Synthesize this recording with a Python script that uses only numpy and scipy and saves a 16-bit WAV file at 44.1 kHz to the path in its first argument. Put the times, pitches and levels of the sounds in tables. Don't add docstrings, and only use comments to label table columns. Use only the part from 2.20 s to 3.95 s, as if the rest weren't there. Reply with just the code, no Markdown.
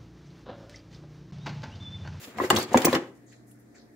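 import sys
import numpy as np
from scipy import signal
from scipy.fft import rfft, irfft, next_fast_len
from scipy.io import wavfile
from scipy.ndimage import uniform_filter1d

SR = 44100
rng = np.random.default_rng(int(sys.argv[2]) if len(sys.argv) > 2 else 0)


def pcm_store(signal):
    levels = np.round(np.clip(np.atleast_2d(signal), -1, 1) * 32767)
    wavfile.write(sys.argv[1], SR, levels.astype(np.int16).T)


def level_to_linear(level):
    exponent = np.asarray(level, float) / 20
    return 10 ** exponent


N = 77175

# [f/Hz, level/dB per Hz]
AIR_SPECTRUM = [(15, -48), (25, -22), (309, -2.5), (1020, -25.5), (1560, -24.5), (1840, -20.5),
                (2910, -40.5), (6210, -35), (16000, -43)]
# [mean f/Hz, mean level/dB rms]
HUM_LINES = [(193.8, -70), (226.1, -63.5), (291, -62), (699.8, -76)]
# [t/s, f/Hz, level/dB rms]
MOTOR_TONE = [
    (0.95, 124.7, -66.5),
    (1.049, 119.5, -60.5),
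    (1.301, 120.8, -56),
    (1.499, 119, -59),
    (1.58, 121.7, -73.5),
    (1.699, 122.2, -65),
]
# [f/Hz, level/dB]
NEAR_WIDTH = [(250, -29.5), (500, -16), (1000, -4.5), (4000, 0.5), (9000, -1), (13000, 0)]
AIR_WIDTH = [(130, -6.5), (400, -5), (1200, 0.5)]
# [t/s, level/dB, brightness/dB: lifts the top band, lowers the low band]
SCRAPE_PATH = [(0, -53, 3.5), (.07, -52.5, 2.5), (.13, -63, -1), (.165, -66, -11.5), (0.178, -56.5, 0),
               (0.247, -45, -3.5), (0.291, -56, 0.5), (.33, -43, -8.5), (.39, -41.5, -1.5),
               (0.437, -43.5, -0.5), (.455, -58.5, -4.5), (0.508, -59, -7), (.535, -43, -1.5),
               (.62, -42, -3), (.70, -43.5, -5.5), (0.764, -41.5, -7), (0.789, -57.5, -7),
               (0.901, -70.5, -4.5)]
# [f/Hz, level/dB per Hz]
SLIDE_SPECTRUM = [(59, -33), (100, -10.5), (365, -3.5), (634, -10.5), (2170, -14.5), (6150, -24),
                  (7140, -18), (8110, -27.5), (16000, -26.5)]
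# [t/s, peak level/dB, struck spot f/Hz, contact/ms]
KNOCKS = [(0.073, -33.5, 265, 0.4), (0.17, -24, 198, 0.75), (.184, -18, 1050, 0.22),
          (0.1993, -12, 1070, 0.36), (0.215, -17.5, 340, 1), (0.234, -19.5, 398, 0.17),
          (0.241, -22, 380, 0.13), (.26, -35, 455, .3), (0.303, -7, 1530, 0.18), (.305, -3.5, 990, 0.69),
          (.31, -20, 378, 0.76), (.327, -12.5, 246, 0.21), (.341, -11, 339, 0.35), (.36, -14.5, 328, 0.37),
          (.372, -12, 1120, 0.11), (0.382, -13.5, 858, .5), (0.421, -31, 385, 0.68),
          (0.516, -21.5, 470, 0.4), (0.5432, 0.5, 820, 0.6), (0.554, -9.5, 247, 0.5),
          (0.572, -11.5, 810, 0.09), (0.618, -30.5, 560, 0.29), (.645, -9.5, 350, 0.22),
          (.668, -7, 790, 0.45), (0.68, -11.5, 205, 0.33), (.727, -17.5, 534, 0.25),
          (0.741, -11.5, 312, 0.32), (.75, -14, 1050, 0.39), (.761, -14, 369, 0.42)]
# [f/Hz, level/dB, t60/s]
SHELL_MODES = [(116.2, -8.5, .09), (205, -9.5, .07), (241.3, 2, 0.098), (333, 7, 0.018), (357, -3, 0.19),
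               (470, -6, 0.12), (516, 0.5, 0.08), (666, -7.5, 0.083), (762, 0, 0.048), (933, 5.5, 0.01),
               (1070, 1, 0.039), (1203, 0.5, 0.024), (1695, 3, 0.026), (1968, 0, 0.047)]
# [t/s, peak level/dB, f/Hz, t60/s]
PANEL_NOTES = [(.082, -44.5, 455, 0.04), (.185, -32, 2100, 0.034), (.187, -29, 700, 0.053),
               (.2005, -24.5, 1045, 0.041), (.206, -32.5, 1930, 0.032), (.216, -23, 384, 0.062),
               (.236, -22, 470, 0.023), (.2395, -28.5, 1985, 0.038), (.243, -24, 372, 0.039),
               (.258, -41.5, 2200, 0.075), (.293, -35.5, 298, 0.033), (0.303, -15, 1600, 0.023),
               (.303, -17, 800, 0.03), (.305, -11, 1068, 0.026), (.309, -18, 780, 0.022),
               (.329, -24.5, 830, .04), (0.364, -26, 110.5, 0.11), (0.488, -40.5, 121, .1),
               (.524, -30.5, 728, 0.065), (.528, -28.5, 447, 0.023), (0.5441, -8, 916, 0.021),
               (.545, -12, 525, 0.058), (.554, -15.5, 252.4, 0.12), (0.562, -16, 468, 0.023),
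               (.573, -20, 2330, 0.023), (0.576, -18.5, 1060, 0.015), (.578, -16.5, 410, 0.017),
               (.596, -28.5, 313, 0.036), (0.65, -17.5, 311, 0.05), (.65, -21, 730, .03),
               (.668, -17.5, 550, 0.036), (.669, -20, 1010, 0.054), (.679, -18, 324, 0.044),
               (0.681, -32.5, 2400, 0.054), (.728, -16.5, 532, 0.064), (0.729, -22.5, 1745, 0.02),
               (.729, -23.5, 1028, 0.042), (.739, -16.5, 332, 0.042), (.748, -25, 2010, 0.019),
               (0.754, -27, 1770, 0.026), (.757, -16.5, 330, 0.029), (.775, -27.5, 281, 0.052),
               (0.644, -23, 168, 0.1)]
# [t/s, peak level/dB, ring f/Hz, length/ms]
CLINKS = [(0.183, -37.5, 5560, 2.6), (0.234, -33, 5340, 26), (0.3013, -5.5, 2957, 3.1),
          (0.3506, -21.5, 7500, 2), (.361, -12, 3940, 4.4), (0.367, -14.5, 5920, 4),
          (0.374, -23, 3810, 7.3), (0.427, -21.5, 6850, 3.1), (0.5318, -25, 6460, 1.8),
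          (0.5726, -12, 6730, 2.7), (0.6185, -18, 3040, 1.7), (0.647, -9.5, 8800, 4.4),
          (0.6488, -10, 15270, 5.3), (0.651, -9.5, 6220, 5.7), (0.7273, -18, 3930, 3.2),
          (0.744, -26, 5720, 9.1), (0.75, -15, 3000, 3.5), (1.312, -46.5, 10270, 5.3),
          (0.3015, -11.5, 7630, 4.1), (.303, -28, 8850, 3.3), (0.312, -31, 4860, 22), (.383, -29, 5800, 8),
          (.395, -26.5, 4560, 28), (0.654, -21.5, 14530, 5.1), (1.122, -52, 6980, 5.7),
          (1.127, -51.5, 4110, 4.1), (0.573, -19, 3600, 2.8), (0.644, -19, 2500, 5.8)]
SQUEAK_HARMONICS_DB = [-58.5, -40, -34.5]
RUSTLE_STARTS_S = [1.06, 1.112, 1.07, 1.265, 1.54, 1.54, 1.45, .945, 1.39, 1.542]
# [length/s, level/dB, centre f/Hz, spread/octaves]
RUSTLES = [
    (0.088, -65.5, 6840, 0.15),
    (0.029, -60, 2020, 0.29),
    (0.11, -70, 4340, 0.36),
    (0.072, -66.5, 8800, 0.48),
    (0.096, -68.5, 4650, 0.32),
    (0.044, -63, 1720, 0.36),
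    (0.26, -85, 4100, 0.21),
    (0.044, -71.5, 6700, 0.68),
    (0.027, -74, 11400, 0.31),
    (0.043, -67, 6830, .15),
]

AIR_DB, THROB_HZ, THROB_PER_S, THROB_DB = -58, 55, 10.2, -76.5
GRIT_PER_S, GRIT_DB, RUMBLE_DB = 2300, 6, 1.5
KNOCK_LAG_S, KNOCK_DB, SPOT_DB, SPOT_OCT, SCATTER_DB = .0012, -2, 9, 0.36, 1.5
RATTLE_HZ, RATTLE_S, RATTLE_DB = 3000, 0.026, -24
PANEL_RISE_CYCLES = 0.36
CLINK_DB, CHATTER_PER_S, SPOT_RING_DB = -5, 5100, 10
CRACK_DB, CRACK_OCT, CRACK_NARROWING, SKIRT_DB, SKIRT_DB_PER_OCT = -3.5, 0.46, 0.92, -13, -5
GUN_LOW_HZ, GUN_T60_S = 2340, 0.019
SQUEAK_S, SQUEAK_LEN_S, SQUEAK_HZ = .384, .016, 3170
ROOM_T60_S, ROOM_TOP_T60_S, ROOM_DB = .45, .36, -19
LOW_CUT_HZ, LEFT_SHARE = 82, .1
PORT_HZ, PORT_WIDTH_HZ, PORT_DB, TOP_HZ = 15410, 320, 3, 15650


def times():
    return np.arange(N) / SR


def read(table, hz):
    table = np.array(table)
    return np.interp(np.log(np.maximum(hz, 1)), np.log(table[:, 0]), table[:, 1])


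def colour(x, gain):
    size = next_fast_len(N + SR // 4)
    hz = np.arange(size // 2 + 1) * SR / size
    return irfft(rfft(x, size) * gain(hz), size)[..., :N]


def level(x, db):
    return x * level_to_linear(db) / np.sqrt(np.mean(x ** 2))


def walk(rate_hz):
    k = int(SR / rate_hz)
    steps = np.repeat(rng.standard_normal(N // k + 1), k)
    return 1.5 * uniform_filter1d(uniform_filter1d(steps, k), k)[:N]


def ring(modes, gains, detune, size=9000):
    t = np.arange(size) / SR
    hz, db, t60 = np.array(modes).T[:, :, None]
    tones = np.sin(2 * np.pi * hz * detune[:, None] * t)
    return (level_to_linear(db) * gains[:, None] * tones * 1000. ** (-t / t60)).sum(axis=0)


def add(track, s, sound):
    i = int(s * SR)
    track[i:i + len(sound)] += sound[:N - i]


def grit(per_s, spread_db, size):
    u, e, sign = rng.random((3, size))
    strength = level_to_linear(np.minimum(-spread_db * np.log(e + 1e-9), 12))
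    return (u < per_s / SR) * strength * np.sign(sign - .5)


def ports(mid, width, other):
    side = LEFT_SHARE * mid + colour(other, lambda hz: level_to_linear(read(width, hz)))
    return np.array([mid + side, mid - side])


def tone(hz, db):
    return np.sqrt(2) * level_to_linear(db) * np.sin(2 * np.pi * np.cumsum(hz) / SR)


def workshop():
    noise = colour(rng.standard_normal((2, N)), lambda hz: level_to_linear(read(AIR_SPECTRUM, hz)))
    air, t = 0, times()
    for centre_hz in 30 * 2 ** np.arange(0, 9.5, .5):
        band = colour(noise, lambda hz: np.clip(1 - np.abs(2 * np.log2(hz / centre_hz + 1e-6)), 0, 1))
        air = air + band * level_to_linear(1.3 * walk(21))
    air = level(air, AIR_DB)
    hum = sum(tone(hz * (1 + 0.004 * walk(4.7)), db + 1.8 * walk(15)) for hz, db in HUM_LINES)
    s, hz, db = np.array(MOTOR_TONE).T
    hum = hum + tone(np.interp(t, s, hz), np.interp(t, s, db) + 1.6 * walk(2.7))
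    hum = hum + tone(THROB_HZ + 0 * t, THROB_DB) * np.cos(np.pi * THROB_PER_S * (t - .03))
    return ports(air[0], AIR_WIDTH, air[1]) + hum


def scrape():
    s, db, tilt = np.array(SCRAPE_PATH).T
    t = times()
    rough = level(grit(GRIT_PER_S, GRIT_DB, N), 1.1) + rng.standard_normal(N)
    rough = colour(rough, lambda hz: level_to_linear(read(SLIDE_SPECTRUM, hz)))
    low = colour(rough, lambda hz: 1 / (1 + (hz / 2200) ** 4))
    mid = colour(rough - low, lambda hz: 1 / (1 + (hz / 8000) ** 4))
    top = rough - low - mid
    unit = np.std(rough - low)
    tilt = np.interp(t, s, tilt)
    mix = level_to_linear(RUMBLE_DB - 1.1 * tilt + 2.0 * walk(40)) * low
    mix = mix + level_to_linear(2.3 * walk(60)) * mid
    mix = mix + level_to_linear(tilt + 1.7 * walk(37)) * top
    return mix / unit * level_to_linear(np.interp(t, s, db, right=-120))


def knocks():
    out, t = np.zeros(N), np.arange(9000) / SR
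    mode_hz = np.array(SHELL_MODES)[:, 0]
    chance = rng.standard_normal((len(KNOCKS), 2, len(SHELL_MODES)))
    rattle_band = signal.butter(2, [900, RATTLE_HZ], "band", fs=SR, output="sos")
    for (s, db, spot_hz, contact_ms), (g, d) in zip(KNOCKS, chance):
        near_db = SPOT_DB * np.exp(-.5 * (np.log2(mode_hz / spot_hz) / SPOT_OCT) ** 2)
        body = ring(SHELL_MODES, level_to_linear(near_db + SCATTER_DB * g) * np.sign(d), 1 + 0.034 * d)
        push = t[:300] * np.exp(-t[:300] * 6000 / max(contact_ms, .05))
        body = np.convolve(body / np.abs(body).max(), push / push.sum())[:9000]
        loose = signal.sosfilt(rattle_band, rng.standard_normal(9000)) * np.exp(-t / RATTLE_S)
        add(out, s + KNOCK_LAG_S, (body + level_to_linear(RATTLE_DB) * loose) * level_to_linear(db + KNOCK_DB))
    return out


def panels():
    out, t = np.zeros(N), np.arange(9000) / SR
    for s, db, hz, t60 in PANEL_NOTES:
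        rise = 1 - np.exp(-t * hz / PANEL_RISE_CYCLES)
        note = np.sin(2 * np.pi * hz * t) * rise * 1000. ** (-t / max(t60, .005))
        add(out, s, note * level_to_linear(db) / np.abs(note).max())
    return out


def clinks():
    size = 2500
    out, t = np.zeros(N), np.arange(size) / SR
    bin_hz = np.fft.rfftfreq(size, 1 / SR) + 1
    gun_hz = GUN_LOW_HZ * (16000 / GUN_LOW_HZ) ** rng.random(50) ** 0.56
    for s, db, hz, ms in CLINKS:
        g, d = rng.standard_normal((2, 51))
        u = t * 1000 / max(ms, .3)
        fade = (np.exp(-u ** 2 / 2) + .25 * np.exp(-u / 3)) * np.minimum(t / .0008, 1)
        octs = CRACK_OCT * (5000 / hz) ** CRACK_NARROWING

        def near_db(f):
            skirt = SKIRT_DB + SKIRT_DB_PER_OCT * np.log2(f / 5000)
            return np.maximum(-6 * (np.log2(f / hz) / octs) ** 2, skirt)

        modes = [(f, near_db(f), GUN_T60_S) for f in gun_hz] + [(hz, SPOT_RING_DB, .022)]
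        struck = ring(modes, level_to_linear(g), 1 + 0.0033 * d, size=1500)
        rung = signal.fftconvolve(struck, grit(CHATTER_PER_S, 0.89, size) * fade)[:size]
        rung = rung / (np.abs(rung).max() + 1e-9)
        crack_gain = level_to_linear(near_db(bin_hz)) * (bin_hz / (bin_hz + 2000)) ** 2
        crack = irfft(rfft(rng.standard_normal(size)) * crack_gain) * fade
        crack = crack / np.abs(crack).max()
        add(out, s, (rung + level_to_linear(CRACK_DB) * crack) * level_to_linear(db + CLINK_DB))
    return out


def squeak():
    u = (times() - SQUEAK_S) / SQUEAK_LEN_S
    hz = SQUEAK_HZ * (1 - 0.017 * np.exp(-np.maximum(u, 0) / .15) + .004 * walk(280))
    phase = 2 * np.pi * np.cumsum(hz) / SR
    shape = np.clip(u / 0.17, 0, 1) * np.clip((1.3 - u) / 1.2, 0, 1)
    return shape * sum(level_to_linear(db) * np.sin((k + 2) * phase) for k, db in enumerate(SQUEAK_HARMONICS_DB))


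def rustles():
    out, t = 0, times()
    for s, (length_s, db, hz, octs) in zip(RUSTLE_STARTS_S, RUSTLES):
        u = (t - s) / length_s
        shape = np.clip(u / 0.18, 0, 1) * np.exp(-np.maximum(u - .7, 0) / 0.49)
        grain = rng.standard_normal(N) * level_to_linear(1.85 * walk(270))
        grain = colour(grain, lambda f: np.exp(-.5 * (np.log2(f / hz + 1e-6) / octs) ** 2))
        out = out + shape * level(grain, db)
    return out


def room(x):
    t = np.arange(22000)[None] / SR
    low, high = rng.standard_normal((2, 2, 22000))
    low = uniform_filter1d(low, size=9) * 1000. ** (-t / ROOM_T60_S) * 2
    high = uniform_filter1d(high, size=3) * 1000. ** (-t / ROOM_TOP_T60_S) * 2
    tail = (low + high) * np.clip(t / .012, 0, 1)
    tail = tail / np.sqrt((tail ** 2).sum(axis=1, keepdims=True))
    return signal.fftconvolve(x[None], tail, axes=1)[:, :N]


def scene():
    near = scrape() + knocks() + panels() + clinks() + squeak() + rustles()
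    near = signal.sosfilt(signal.butter(3, LOW_CUT_HZ, "high", fs=SR, output="sos"), near)
    early = rng.standard_normal(600) * np.exp(-np.arange(600) / SR / 0.009)
    early = irfft(np.exp(1j * np.angle(rfft(early))))
    heard = ports(near, NEAR_WIDTH, signal.fftconvolve(near, early)[:N])
    tail = room(near)
    return heard + level_to_linear(ROOM_DB) * ports(tail[0], NEAR_WIDTH, tail[1]) + workshop()


def top_cut(x):
    return signal.sosfilt(signal.butter(12, 16790, fs=SR, output="sos"), x)


def record(dry):
    x = colour(dry, lambda hz: level_to_linear(PORT_DB * np.exp(-.5 * ((hz - PORT_HZ) / PORT_WIDTH_HZ) ** 2)))
    x = signal.sosfilt(signal.cheby1(12, .5, TOP_HZ, fs=SR, output="sos"), x)
    return top_cut(x)


dry = scene()
out = record(dry)
pcm_store(out)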